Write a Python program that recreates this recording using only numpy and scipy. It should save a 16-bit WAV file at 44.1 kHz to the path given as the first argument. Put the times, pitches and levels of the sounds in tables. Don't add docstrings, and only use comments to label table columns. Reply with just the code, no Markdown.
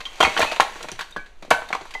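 import sys
import numpy as np
from scipy import signal
from scipy.fft import rfft, irfft
from scipy.io import wavfile

SR = 44100
rng = np.random.default_rng(int(sys.argv[2]) if len(sys.argv) > 2 else 0)


def waveform_to_disk(signal):
    frames = np.transpose(np.atleast_2d(signal))
    scaled = np.clip(frames, -1, 1) * 32767
    samples = np.round(scaled).astype(np.int16)
    wavfile.write(sys.argv[1], SR, samples)


N = 88200


def from_db(db):
    return 10 ** (np.asarray(db) / 20)


def unit_rms(x):
    return x / np.sqrt(np.mean(x ** 2) + 1e-20)


def at_hz(curve, hz):
    return np.interp(np.log(hz), np.log(np.array(curve)[:, 0]), np.array(curve)[:, 1])


def add(out, start_s, sound):
    i = max(int(start_s * SR), 0)
    out[i:i + len(sound)] += sound


def tone(hz, t, t60, rise_s):
    t = np.maximum(t, 0)
    envelope = from_db(-60 * t / np.maximum(t60, .003)) * (1 - np.exp(-t / rise_s))
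    return envelope * np.sin(2 * np.pi * hz * t)


def ring(clicks, hz, t60):
    r, w = from_db(-60 / (max(t60, .002) * SR)), 2 * np.pi * hz / SR
    return signal.lfilter([0, np.sin(w)], [1, -2 * r * np.cos(w), r * r], clicks + 1e-18)


def coloured(spectrum):
    hz = np.maximum(np.arange(N // 2 + 1) * SR / N, 1)
    return unit_rms(irfft(rfft(rng.standard_normal(N)) * from_db(at_hz(spectrum, hz)), N))


def outdoor_hush(level_db=-61):
    return from_db(level_db) * coloured([(100, -12), (450, -10), (2000, -19), (6000, -31), (15500, -47)])


def breeze(swing_hz=12.1, swing_db=-44.5, rumble_hz=37.5, rumble_db=-58):
    swing = coloured([(1, -12), (swing_hz, 0), (2 * swing_hz, -12), (300, -120)])
    rumble = coloured([(10, -20), (rumble_hz, 0), (100, -14), (2000, -120)])
    return from_db(swing_db) * swing + from_db(rumble_db) * rumble


# frequency in Hz, time to fall 60 dB in seconds.
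WALL_T60 = [(150, 0.39), (1000, 0.31), (3500, 0.32), (14000, 0.35)]


def walls(sound, level_db=-7.5, onset_s=.0022):
    t = np.arange(SR * 3 // 4) / SR
    edges_hz = np.geomspace(80, 18000, 13)
    taps = rng.standard_normal((2, len(t)))
    taps *= from_db(2 * rng.standard_normal(len(t) // 100 + 1)).repeat(100)[:len(t)]
    echo = 0
    for k, (low, high) in enumerate(zip(edges_hz, edges_hz[1:])):
        band = signal.sosfilt(signal.butter(2, [low, high], "band", fs=SR, output="sos"), taps[k % 2])
        t60 = at_hz(WALL_T60, np.sqrt(low * high))
        echo += band * from_db(-60 * t / t60) / np.sqrt(t60)
    echo *= np.clip(t / onset_s - .5, 0, 1)
    return from_db(level_db) * signal.fftconvolve(sound, echo / np.sqrt(np.sum(echo ** 2)))[:N]


# frequency in Hz, relative level in dB.
GRIT_SPECTRUM = [(71, -45), (120, -31), (796, -1), (1620, -7.5), (1910, -1.5), (6330, -10.5),
                 (15500, -51.5)]
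# time in seconds, relative level in dB.
TRICKLE_LEVELS = [(0, -47), (.17, -40), (.25, -32), (.47, -31.5), (.6, -43), (.75, -38.5), (0.949, -45.5),
                  (1.1, -51.5), (1.219, -54), (1.36, -60), (1.47, -53.5), (1.6, -46), (1.8, -47), (2, -47)]


def grit(crumb_envelope, trickle_db=-3, grains_per_s=14000, ring_cycles=14, modes=48):
    grains = from_db(2.5 * np.minimum(rng.exponential(1, N), 5)) * rng.choice([-1, 1], N)
    grains *= rng.random(N) < grains_per_s / SR
    struck_mode, sand = rng.integers(0, modes, N), np.zeros(N)
    for k, hz in enumerate(np.geomspace(150, 15000, modes)):
        ticks = ring(grains * (struck_mode == k), hz, ring_cycles / hz)
        sand += from_db(at_hz(GRIT_SPECTRUM, hz)) * hz * ticks
    times, levels_db = np.transpose(TRICKLE_LEVELS)
    trickle = from_db(trickle_db + np.interp(np.arange(N) / SR, times, levels_db))
    return (crumb_envelope + trickle) * unit_rms(sand)


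# start in seconds, level in dB, pitch in Hz.
HEAP_THUMPS = [(0.245, -25.5, 63), (0.418, -31.5, 70.8), (0.6, -38, 79), (0.929, -40, 113),
               (1.171, -47, 95), (1.517, -37, 67.6)]


def heap_thumps():
    out, t = np.zeros(N + SR), np.arange(SR // 2) / SR
    for start, db, hz in HEAP_THUMPS:
        add(out, start, from_db(db) * tone(hz, t, t60=.14, rise_s=.0022))
    return out[:N]


# start in seconds, level in dB, pitch in Hz, time to fall 60 dB in seconds.
SHARD_RINGS = [(0.056, -18, 3188, 0.051), (0.208, -5.5, 3190, 0.037), (0.227, -7.5, 3287, 0.062),
               (0.242, -6.5, 2496, 0.049), (0.256, -14.5, 4400, 0.043), (0.366, -18, 3044, 0.055),
               (.428, -12.5, 4300, 0.028), (.251, -13.5, 2190, 0.23), (.278, -34, 2610, 0.7),
               (0.418, -10, 2410, 0.053), (0.462, -27, 2572, 0.32), (1.124, -34, 3730, 0.035),
               (1.164, -30.5, 1525, 0.21), (1.165, -28.5, 1663, 0.21), (1.19, -39, 2303, 0.14),
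               (1.513, -10, 1524, 0.17), (1.514, -8, 957.6, 0.1), (1.69, -35.5, 3670, 0.047),
               (1.513, -14, 3055, 0.051), (1.728, -7, 2223, 0.017), (1.95, -21.5, 2030, 0.13)]


def shards(flutter_db=2.5, rise_s=.002):
    out, t = np.zeros(N + SR), np.arange(SR // 2) / SR
    for start, db, hz, t60 in SHARD_RINGS:
        above, below = .015 + .03 * rng.random(2)
        partners = sum(tone(hz * ratio, t, .6 * t60, rise_s) for ratio in (1 + above, 1 - below))
        add(out, start, from_db(db) * (tone(hz, t, t60, rise_s) + .4 * partners))
    rocking = coloured([(5, 37), (70, -20), (1000, -62)])
    return out[:N] * from_db(flutter_db * rocking)


# start in seconds, level in dB, knock pitch in Hz,
# then, in dB relative to that level, the knock and the crunch's thud, body, clack and crack bands.
LANDING_HITS = [(0.004, -21, 1130, -14, -43, -8, -2.5, -18), (0.054, -15.5, 3180, 4.5, -47, -42, -9, -27),
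                (0.204, -0.5, 670, -5.5, -11, -7, -14, -18), (0.21, -5, 1390, 7.5, -14, -32, -3, -27),
                (0.227, -0.5, 940, -4.5, -37, -8, -8, -24), (0.233, -2.5, 810, 4, -19, -16, -10, -32),
                (0.25, -1, 2260, 4, -56, -5.5, -16, -31), (0.268, -11.5, 1070, 1.5, -5, -17, -22, -34),
                (0.366, -12.5, 1574, 6.5, -17, -5, -10, -40),
                (0.375, -4, 1530, -2.5, -25, -21, -4.5, -28.5), (0.393, 0.5, 720, -8, -18, -20, -25, -19.5),
                (0.403, -7, 620, 1, -31, -7, -4.5, -21), (0.414, -7.5, 1760, -1, -35, -23, -5.5, -15.5),
                (0.427, -2, 955, -1, -29, -7.5, -10.5, -27), (0.445, -10, 905, -18, -20, -3, -27, -19),
                (0.515, -13, 2230, 4.5, -44, -29, -4, -21), (0.521, -18, 657, 3.5, -41, -36, -2.5, -24),
                (0.562, -12.5, 2730, 2, -20.5, -20, -10, -25), (0.599, 5, 877, 2, -56, -15.5, -18, -28),
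                (0.604, 3, 1477, 1.5, -34, -20, -11, -21.5), (0.757, -27, 1540, 2.5, -8, -3, -7, -42),
                (0.804, -22.5, 900, -28, -11.5, -9.5, -8.5, -34),
                (0.827, -21.5, 4600, 0, -15, -20, -5.5, -9), (0.841, -25.5, 706, -10, -3, 0.5, -37, -36),
                (0.885, -18, 920, -22, -17, -7, -6, -19.5), (0.917, -17, 5900, 9, -6.5, -59, -13, -16.5),
                (0.991, -17, 1570, -12, -39, -7, -4, -17), (1.009, -12.5, 1590, 1, -57, -19, -9.5, -17.5),
                (1.108, -31, 3860, -8, -22, -29, -14, -11),
                (1.163, -16, 1080, 2.5, -6, -18.5, -12.5, -25.5), (1.26, -37, 1650, -8, -28, -15, -2, -18),
                (1.424, -27, 547, -3.5, -4.5, -9.5, -6, -17.5), (1.449, -32, 658, 3, -5, -26, -9.5, -17.5),
                (1.48, -35.5, 510, 1.5, 1, -18, -34, -28), (1.505, -11, 3420, -11, -30, -8, -4, -4),
                (1.509, 2, 1220, -8, -20.5, -3.5, -13.5, -27), (1.512, 0.5, 698, -0.5, -33, -13, -7.5, -35),
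                (1.619, -25, 680, -2, -15, 0, -8.5, -39), (1.687, -32.5, 3710, -2, -33, -20, -1, -6.5),
                (1.704, -25.5, 860, -23, -11, 1.5, -10, -42),
                (1.728, -10.5, 1580, 4.5, -60, -5, -8.5, -23.5),
                (1.748, -13.5, 1000, -26, -26, -3, -11, -21.5), (1.81, -26.5, 680, -2.5, -1, -16, -7, -26),
                (1.853, -27.5, 760, -12, -27, -0.5, -18, -19), (1.907, -33.5, 1100, -1, -38, -34, 3, -9),
                (1.939, -20.5, 2450, 2, -47, -53, -5.5, -16.5),
                (1.951, -17.5, 1924, -29, -25, -4.5, -60, -42)]


def crumb_rushes(level_db=-14, t60=.061, rise_s=.004):
    shed = np.zeros(N)
    for start, db, *_, clack_db, _ in LANDING_HITS:
        shed[int(start * SR)] = from_db(level_db + db + clack_db)
    dying = signal.lfilter([1], [1, -from_db(-60 / (t60 * SR))], shed)
    smoothing = np.exp(-1 / (rise_s * SR))
    return signal.lfilter([1 - smoothing], [1, -smoothing], dying)


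def knocks_and_chips(knock_cycles=11, chip_db=-16.5, chip_lag_s=.014):
    out, t = np.zeros(N + SR), np.arange(3000) / SR
    for start, db, hz, knock_db, _, _, clack_db, _ in LANDING_HITS:
        pitch, timing, strength = rng.random((3, 6, 1))
        overtone_hz = hz * (1.25 + .5 * pitch[0])
        knock = tone(hz, t, knock_cycles / hz, rise_s=.00027)
        knock += .5 * tone(overtone_hz, t, knock_cycles / overtone_hz, rise_s=.0012)
        chip_hz = 900 * 6 ** pitch
        lag = -chip_lag_s * np.log(1 - .95 * timing)
        chips = tone(chip_hz, t - lag, 40 / chip_hz, rise_s=.0002)
        chips *= from_db(clack_db + chip_db + 8 * strength)
        add(out, start, from_db(db) * (from_db(knock_db) * knock + chips.sum(axis=0)))
    return out[:N]


# frequency in Hz, time to fall 60 dB in seconds.
BRICK_T60 = [(150, 0.06), (900, 0.018), (3000, 0.013), (14000, 0.005)]
# frequency in Hz, relative level in dB.
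BRICK_SPECTRUM = [(120, -7), (300, -5), (600, 1.5), (1200, 1), (2400, -5), (5000, 2), (10000, -6.5),
                  (15500, -16.5)]
CRUNCH_BANDS_HZ = 360, 900, 2700, 8000


def crunches(gain_db=8, scatter_db=2, contact_s=.0045, modes=110):
    out, t = np.zeros(N + SR), np.arange(2200) / SR
    draws = rng.random((len(LANDING_HITS), 3, modes))
    for (start, db, _, _, *bands_db), (detune, timing, polarity) in zip(LANDING_HITS, draws):
        rank = (np.arange(modes) + detune) / modes
        hz = 130 + 15400 * rank ** 2.5
        t60 = at_hz(BRICK_T60, hz)
        mode_db = np.interp(np.log(hz), np.log(CRUNCH_BANDS_HZ), bands_db) + at_hz(BRICK_SPECTRUM, hz)
        mode_db += scatter_db * rng.standard_normal(modes)
        weight = np.sqrt(rank ** 1.5 * 15400 / hz / modes) / np.sqrt(t60 * 50)
        heights = from_db(db + gain_db + mode_db) * weight * np.sign(polarity - .5)
        lag = -contact_s * np.log(1 - .95 * timing)
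        lag *= 1 - .35 * rank
        add(out, start, heights @ tone(hz[:, None], t - lag[:, None], t60[:, None], rise_s=.000079))
    return out[:N]


def scene(low_cut_hz=172, ring_send_db=-2):
    low_cut = signal.butter(2, low_cut_hz, "high", fs=SR, output="sos")
    rubble = signal.sosfilt(low_cut, crunches() + grit(crumb_rushes()))
    rings = signal.sosfilt(low_cut, knocks_and_chips() + shards())
    reflections = walls(rubble + from_db(ring_send_db) * rings)
    mono = rubble + rings + reflections + heap_thumps() + outdoor_hush() + breeze()
    return np.array([mono, mono])


def record(dry, dip_hz=5184, dip_width_hz=1030, dip_depth=.65, cutoff_hz=16100):
    dip_band = signal.lfilter(*signal.iirpeak(dip_hz, dip_hz / dip_width_hz, fs=SR), dry)
    rounded = 1.1 * np.tanh((dry - dip_depth * dip_band) / 1.1)
    return signal.sosfilt(signal.cheby2(12, 60, cutoff_hz, fs=SR, output="sos"), rounded)


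dry = scene()
out = record(dry)
waveform_to_disk(out)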